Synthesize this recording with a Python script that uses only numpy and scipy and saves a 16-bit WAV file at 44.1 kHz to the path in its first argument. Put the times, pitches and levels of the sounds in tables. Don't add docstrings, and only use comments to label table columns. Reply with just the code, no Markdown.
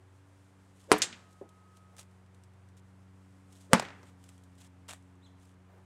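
import sys
import numpy as np
from scipy import signal
from scipy.fft import rfft, irfft, next_fast_len
from scipy.io import wavfile
from scipy.ndimage import map_coordinates

SR = 44100
rng = np.random.default_rng(int(sys.argv[2]) if len(sys.argv) > 2 else 0)


def to_wav(sig):
    pcm = np.clip(np.atleast_2d(sig), -1, 1) * 32767
    pcm = np.round(pcm).astype(np.int16)
    wavfile.write(sys.argv[1], SR, pcm.T)


N = 257984
TIME = np.arange(N) / SR
AGE = TIME[:SR]

# t/s, crack/dB, board noise/dB, board modes/dB, swish/dB, room/dB,
# snap/dB relative to the crack
BLOWS = [(0.9171, -4, -17.5, -22.5, -43.5, -35, -14), (3.7328, -0.5, -17, -22.5, -44, -35, -10)]
FIRST_BLOW_S = BLOWS[0][0]
# f/Hz, relative level/dB
CLACK_COLOUR = [(300, -28), (1200, -12.5), (2400, -2), (3700, 1), (5500, -1.5), (7500, 2.5), (10000, -11),
                (15500, -37)]
# f/Hz, level/dB
FAR_WALL_COLOUR = [(300, -32), (1200, -19), (2400, -15), (4200, -24), (6500, -32.5), (12000, -48)]
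# f/Hz, relative level/dB
CLOTH_COLOUR = [(300, -20), (2200, -10), (3100, -1.5), (4400, -5), (8500, -0.5), (12000, -10.5),
                (15500, -16.5)]
# f/Hz, relative level/dB
SCRAPE_COLOUR = [(300, -16), (640, 8), (800, 4.5), (3300, 3), (5000, -9), (8200, 2), (12000, -14.5),
                 (16000, -20)]


def amp(db):
    return 10 ** (np.asarray(db) / 20)


def unit(x):
    return x / np.sqrt(np.mean(x ** 2) + 1e-20)


def along(points, hz):
    f, v = np.transpose(points)
    return np.interp(np.log(hz + 1), np.log(f), v)


def curves(rows):
    s, *columns = np.transpose(rows)
    return [np.interp(TIME, s, column) for column in columns]


def wobble(rate):
    knots = rng.standard_normal(int(N * rate / SR) + 4)
    return map_coordinates(knots, [TIME * rate])


def filtered(x, response):
    m = next_fast_len(len(x) + 8192)
    spectrum = rfft(x, m) * response(np.fft.rfftfreq(m, 1 / SR))
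    return irfft(spectrum, m)[:len(x)]


def noise(colour, size=N):
    return unit(filtered(rng.standard_normal(size), lambda hz: amp(along(colour, hz))))


def fade(t, t60):
    return np.exp(-np.log(1000) * t / t60)


def dying(colour, decay):
    hz, t, bins = signal.stft(noise(colour, size=SR), SR, nperseg=256)
    t60 = along(decay, hz)[:, None]
    return signal.istft(bins * fade(t, t60), SR)[1][:SR]


def phase(hz):
    return 2 * np.pi * np.cumsum(hz) / SR


def whistle(hz, knot_rate):
    turn = phase(hz)
    return unit(wobble(knot_rate) * np.sin(turn) + wobble(knot_rate) * np.cos(turn))


def add(track, s, sound):
    part = track[round(s * SR):][:len(sound)]
    part += sound[:len(part)]


def reverberation(colour, build_s=0.021):
    # f/Hz, t60/s
    room_decay = [(150, 0.76), (1500, .62), (4000, 0.47), (8000, 0.38), (14000, 0.16)]
    return dying(colour, room_decay) * (1 - np.exp(-AGE / build_s))


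def stroke(s, length):
    progress = np.clip((TIME - s) / length, 0, 1)
    return np.sqrt(np.abs(np.sin(np.pi * progress)))


def blend(cloth, wood, share):
    share = np.clip(share, 0, 1)
    return np.sqrt(1 - share) * cloth + np.sqrt(share) * wood


def crack(snap_db, contact_s=.0003, recoil_s=0.00028, snap_t60=.008,
          buzz_db=-27, buzz_t60=0.062, grain_db=4, grain_rate=900):
    # f/Hz, relative level/dB
    snap_colour = [(1200, -11), (3200, -0.5), (5800, -5), (8800, 3), (11000, -12), (15500, -22)]
    push = np.clip(1 - (2 * AGE / contact_s - 1) ** 4, 0, None)
    suction = (AGE > contact_s) * np.exp(-AGE / recoil_s)
    balanced_suction = suction * push.sum() / suction.sum()
    crackle = unit(amp(grain_db * wobble(grain_rate)))[:SR]
    snap_shape = amp(snap_db) * fade(AGE, snap_t60)
    buzz_shape = amp(buzz_db) * crackle * fade(AGE, buzz_t60)
    return push - balanced_suction + noise(snap_colour, size=SR) * (snap_shape + buzz_shape)


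def blows(spread_s=0.0012, echo_t60=0.038):
    # f/Hz, level/dB, t60/s
    upper_modes = [(305, -1.5, 0.19), (385, 15.5, 0.025), (433, 0, .17), (668, -6, .12), (756, -4, 0.13),
                   (930, -8, 0.14), (1013, -6, 0.14), (1179, -9, .11), (1308, -8, .12), (1720, -7, 0.11)]
    lower_modes = [(155, -5, 0.049), (187, 8, 0.085), (230, 5, .11), (434.5, -4, 0.1), (538, 6.5, 0.052),
                   (681, -2.5, 0.1), (872, -5, 0.12), (1130, 2, .085), (1225, 3.5, 0.025),
                   (1750, -4.5, 0.093), (2150, -4, .05), (2355, -6.5, 0.09)]
    # f/Hz, relative level/dB
    upper_board = [(40, -18), (90, -13), (170, -5.5), (330, -0.5), (500, -2.5), (1050, -5), (1800, -8),
                   (2700, -12), (4300, -15.5), (6000, -21), (9000, -23.5), (15500, -38)]
    lower_board = [(50, -35), (110, -15), (200, -1), (330, -2), (560, -2.5), (800, -5), (1150, -2),
                   (2200, -8.5), (3200, -14.5), (5500, -18.5), (8500, -21.5), (15500, -44.5)]
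    # f/Hz, t60/s
    board_decay = [(150, 0.15), (600, 0.14), (2000, 0.12), (9000, 0.086)]
    # f/Hz, relative level/dB
    room_colour = [(60, -6.5), (200, 3), (600, -4), (1800, 2), (3500, -8.5), (8000, -12.5), (15000, -30.5)]
    # delay/s, level/dB relative to the crack setting
    echoes = [(.048, -37), (.092, -42.5), (.118, -43.5), (.153, -46.5)]
    out = np.zeros(N)
    places = ((upper_modes, upper_board), (lower_modes, lower_board))
    for blow, (modes, board_colour) in zip(BLOWS, places):
        s, crack_db, board_db, modes_db, _, room_db, snap_db = blow
        ring = sum(amp(db) * np.cos(2 * np.pi * hz * AGE) * fade(AGE, t60) for hz, db, t60 in modes)
        waves = dying(board_colour, board_decay) * (1 - np.exp(-AGE / spread_s))
        add(out, s, amp(crack_db) * crack(snap_db))
        add(out, s, amp(modes_db) * ring)
        add(out, s, amp(board_db) * waves)
        add(out, s, amp(room_db) * reverberation(room_colour))
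        for delay, db in echoes:
            echo = noise(FAR_WALL_COLOUR, size=SR) * fade(AGE, echo_t60)
            add(out, s + delay, amp(crack_db + db) * echo)
    return out


def swishes(top_hz=560, swing_s=0.068, steepness=7, rush_db=-5, rush_steepness=14):
    # f/Hz, relative level/dB
    rush_colour = [(200, -6), (600, 0), (1400, -2), (2500, -13), (8000, -18), (15000, -34)]
    out = np.zeros(N)
    turbulence = amp(rush_db) * noise(rush_colour)
    for s, _, _, _, swish_db, *_ in BLOWS:
        speed = np.clip(1 - ((TIME - s) / swing_s) ** 2, 0, 1) * (TIME < s)
        vortices = speed ** steepness * whistle(top_hz * speed, knot_rate=280)
        out += amp(swish_db) * (vortices + speed ** rush_steepness * turbulence)
    return out


def shrill_hisses():
    # t/s, length/s, level/dB, first f/Hz, last f/Hz, width as knots/s
    hisses = [(0.9228, .0032, -24, 10900, 8600, 700), (0.923, .009, -35, 8800, 8200, 3500),
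              (0.98, .012, -42, 10490, 10520, 8014)]
    out = np.zeros(N)
    for s, length, db, first, last, knot_rate in hisses:
        hz = np.interp(TIME, [s, s + length], [first, last])
        out += amp(db) * stroke(s, length) * whistle(hz, knot_rate)
    return out


def clacks(hit_db=11.5, hit_t60=0.0065, ring_db=-3, hardening=0.36, room_db=-23.5, typical_t60=0.098):
    # t/s, bright clack/dB, dull knock/dB, t60/s
    contacts = [(1.019, -22.5, -50, 0.084), (1.0202, -24, -44, .05), (1.023, -25, -44.5, .11),
                (1.0328, -31, -48, .1), (1.0387, -34.5, -46, .09), (3.797, -30, -24.5, 0.03),
                (3.823, -58, -35, 0.054), (4.0307, -62, -49.5, 0.072)]
    # f/Hz, relative level/dB
    knock_colour = [(60, -18.5), (170, -1), (270, -4), (450, 1), (1200, -3), (1800, -11.5), (6000, -33)]
    out = np.zeros(N)
    for s, clack_db, knock_db, t60 in contacts:
        edge = amp(hit_db + hardening * clack_db) * fade(AGE, hit_t60)
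        shape = edge + amp(ring_db) * fade(AGE, t60)
        room = amp(room_db) * t60 / typical_t60
        for colour, db in ((CLACK_COLOUR, clack_db), (knock_colour, knock_db)):
            add(out, s, amp(db) * (noise(colour, size=SR) * shape + room * reverberation(colour)))
    far_return = filtered(out, lambda hz: amp(along(FAR_WALL_COLOUR, hz) - 1))
    add(out, .108, far_return)
    return out


def thin_ring(hz=1265, level_db=-68, rise_s=0.34, hold_s=0.91, t60=0.99):
    age = np.maximum(TIME - FIRST_BLOW_S, 0)
    shape = (1 - np.exp(-age / rise_s)) * fade(np.maximum(age - hold_s, 0), t60)
    return amp(level_db) * shape * np.sqrt(2) * np.sin(2 * np.pi * hz * TIME)


def thud(attack_s=0.0013, knock_db=-5, knock_t60=0.052, room_db=-10.0, room_t60=0.27):
    # t/s, level/dB, f/Hz, t60/s
    bumps = [(1.4118, -35, 390, 0.072)]
    out = np.zeros(N)
    for s, db, hz, t60 in bumps:
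        dull = [(hz / 4, -12), (hz, 0), (2 * hz, -8), (3 * hz, -20), (8 * hz, -50)]  # f/Hz, level/dB
        mode = np.sin(2 * np.pi * hz * AGE) * fade(AGE, t60)
        knock = amp(knock_db) * noise(dull, size=SR) * fade(AGE, knock_t60)
        room = amp(room_db) * reverberation(dull) * fade(AGE, room_t60)
        onset = (1 - np.exp(-AGE / attack_s)) ** 2
        add(out, s, amp(db) * onset * (mode + knock + room))
    return out


def ticks(firm_t60=0.0053, soft_t60=0.022, tick_db=-9.0, after_db=-27, after_t60=0.19,
          faint_db=-62, scatter_db=3.0, count=12):
    # t/s, level/dB
    clear = [(1.491, -51), (1.9663, -44), (1.983, -40.5), (1.9913, -37), (1.9969, -45), (2.0123, -47),
             (2.029, -48.5), (2.346, -54), (2.4364, -50), (4.24, -46), (4.2902, -41.5), (4.296, -52),
             (4.379, -54), (4.437, -51.5), (4.909, -33), (4.928, -34), (4.9345, -32)]
    soft_tick_db, firm_range_db = -50.5, 25.5
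    out = np.zeros(N)
    draws = rng.uniform([FIRST_BLOW_S, -1], [TIME[-1], 1], (count, 2))
    faint = [(s, faint_db + scatter_db * z) for s, z in draws]
    for s, db in clear + faint:
        firmness = np.clip((db - soft_tick_db) / firm_range_db, 0, 1)
        touch = blend(noise(CLOTH_COLOUR, size=SR), noise(SCRAPE_COLOUR, size=SR), firmness)
        t60 = soft_t60 + firmness * (firm_t60 - soft_t60)
        shape = amp(tick_db) * fade(AGE, t60) + amp(after_db) * fade(AGE, after_t60)
        add(out, s, amp(db) * touch * shape)
    return out


def rubs(grain_db=3, slip_rate=700, catch_db=3, catch_rate=110):
    # t/s, length/s, level/dB, share of dry wood scrape (0-1)
    strokes = [(0.749, 0.14, -67, 0.15), (1.285, 0.063, -70.5, 0), (1.744, 0.048, -68.5, 0.03),
               (1.972, 0.056, -57, 0.06), (1.992, .012, -51.5, 0), (2.766, 0.035, -65, 0.04),
               (3.505, .17, -65, 0.07), (4.051, 0.055, -65.5, 0.8), (4.234, 0.076, -68.5, 0.5),
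               (4.578, .1, -61.5, 0.33), (4.8817, 0.041, -46.5, 0.69), (4.915, 0.037, -57.5, 0.86),
               (5.37, 0.18, -72, 0.1)]

    def rough(colour):
        uneven_db = grain_db * wobble(slip_rate) + catch_db * wobble(catch_rate)
        return unit(noise(colour) * amp(uneven_db))

    cloth, wood = rough(CLOTH_COLOUR), rough(SCRAPE_COLOUR)
    return sum(amp(db) * stroke(s, length) * blend(cloth, wood, share) for s, length, db, share in strokes)


def squeak(octave_db=-9, room_db=-14):
    # t/s, f/Hz, level/dB
    glide = [(5.215, 3300, -83), (5.237, 3900, -70), (5.249, 4060, -68), (5.259, 3800, -68),
             (5.268, 3173, -65), (5.28, 3300, -70), (5.287, 3500, -82)]
    hz, db = curves(glide)
    sounding = (TIME > glide[0][0]) & (TIME < glide[-1][0])
    octave = amp(octave_db) * whistle(2 * hz, knot_rate=600)
    direct = sounding * amp(db) * (whistle(hz, knot_rate=480) + octave)
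    tail = reverberation(CLACK_COLOUR)
    room = signal.fftconvolve(direct, tail / np.linalg.norm(tail))[:N]
    return direct + amp(room_db) * room


def scuffs(grain_db=3):
    # t/s, length/s, level/dB
    shuffles = [(1.882, 0.15, -68.5), (5.678, 0.13, -64)]
    # f/Hz, relative level/dB
    sole_colour = [(200, -10), (450, 1), (900, 0.5), (1800, -12), (5000, -29)]
    sole = unit(noise(sole_colour) * amp(grain_db * wobble(60)))
    return sole * sum(amp(db) * stroke(s, length) for s, length, db in shuffles)


def sleeves(still_db=-83, swing_db=-80, lag_s=0.14, half_width_s=0.81, flutter_db=1.68):
    swings = sum(np.exp(-((TIME - s - lag_s) / half_width_s) ** 2) for s, *_ in BLOWS)
    level = amp(still_db) + amp(swing_db) * swings
    return level * amp(flutter_db * wobble(18)) * noise(CLOTH_COLOUR)


def hum(waver_hz=0.037, flutter_db=0.43, fading_rate=2):
    # t/s, shaft speed/(turns/s), level/dB
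    motor = [(0, 23.4, -58.5), (.3, 23.95, -61), (1.3, 23.25, -63.5), (2.5, 23.3, -57.5),
             (2.8, 23.5, -57.5), (3.4, 23.6, -58.5), (4.3, 22.9, -58.5), (4.7, 22.8, -59),
             (5.85, 23.2, -60)]
    # multiple of shaft speed, level/dB relative to the motor, depth of slow fading/dB
    orders = [(4, 0.5, 0.38), (5, -13, 1.5), (6, -19.5, 0.5), (8, -5, 0.2), (12, -8, 0.56), (16, -19, 2),
              (20, -23, 2)]
    # multiple, t/s, half width/s, level change/dB
    dips = [(8, 0.06, 0.32, -19), (8, 2.5, 0.31, -4.5), (12, 0, 0.18, -8.5), (12, 1.53, 0.55, -10.5),
            (12, 2.5, 0.54, -12.5), (12, 6, 0.36, -13)]
    speed, level_db = curves(motor)
    turn = phase(speed + waver_hz * wobble(7))
    out = np.zeros(N)
    for k, db, fading_db in orders:
        dip_db = sum(depth * np.exp(-((TIME - s) / width) ** 2)
                     for which, s, width, depth in dips if round(which) == round(k))
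        drift_db = fading_db * wobble(fading_rate) + flutter_db * wobble(5.8)
        gain = amp(level_db + db + dip_db + drift_db)
        out += gain * np.sqrt(2) * np.sin(round(k) * turn + rng.uniform(0, 2 * np.pi))
    return out


def air(level_db=-66.5):
    # f/Hz, relative level/dB
    air_colour = [(25, -4.5), (60, 1), (130, 2), (250, -4), (500, -5.5), (1000, -6), (2000, -12.5),
                  (4000, -25), (8000, -31), (15500, -40.5)]
    return amp(level_db) * noise(air_colour)


def scene():
    panel = blows() + swishes() + shrill_hisses() + clacks() + thin_ring() + thud()
    handling = ticks() + rubs() + squeak() + scuffs() + sleeves()
    return (panel + handling + hum() + air())[None]


def record(dry, bass_hz=64, treble_hz=13500, top_hz=16200):
    band = signal.butter(2, [bass_hz, min(treble_hz, SR * .45)], "band", fs=SR, output="sos")
    heard = signal.sosfilt(band, np.clip(dry, -1, 1))
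    return np.array([filtered(x, lambda hz: 1 / (1 + (hz / top_hz) ** 120)) for x in heard])


dry = scene()
out = record(dry)
to_wav(out)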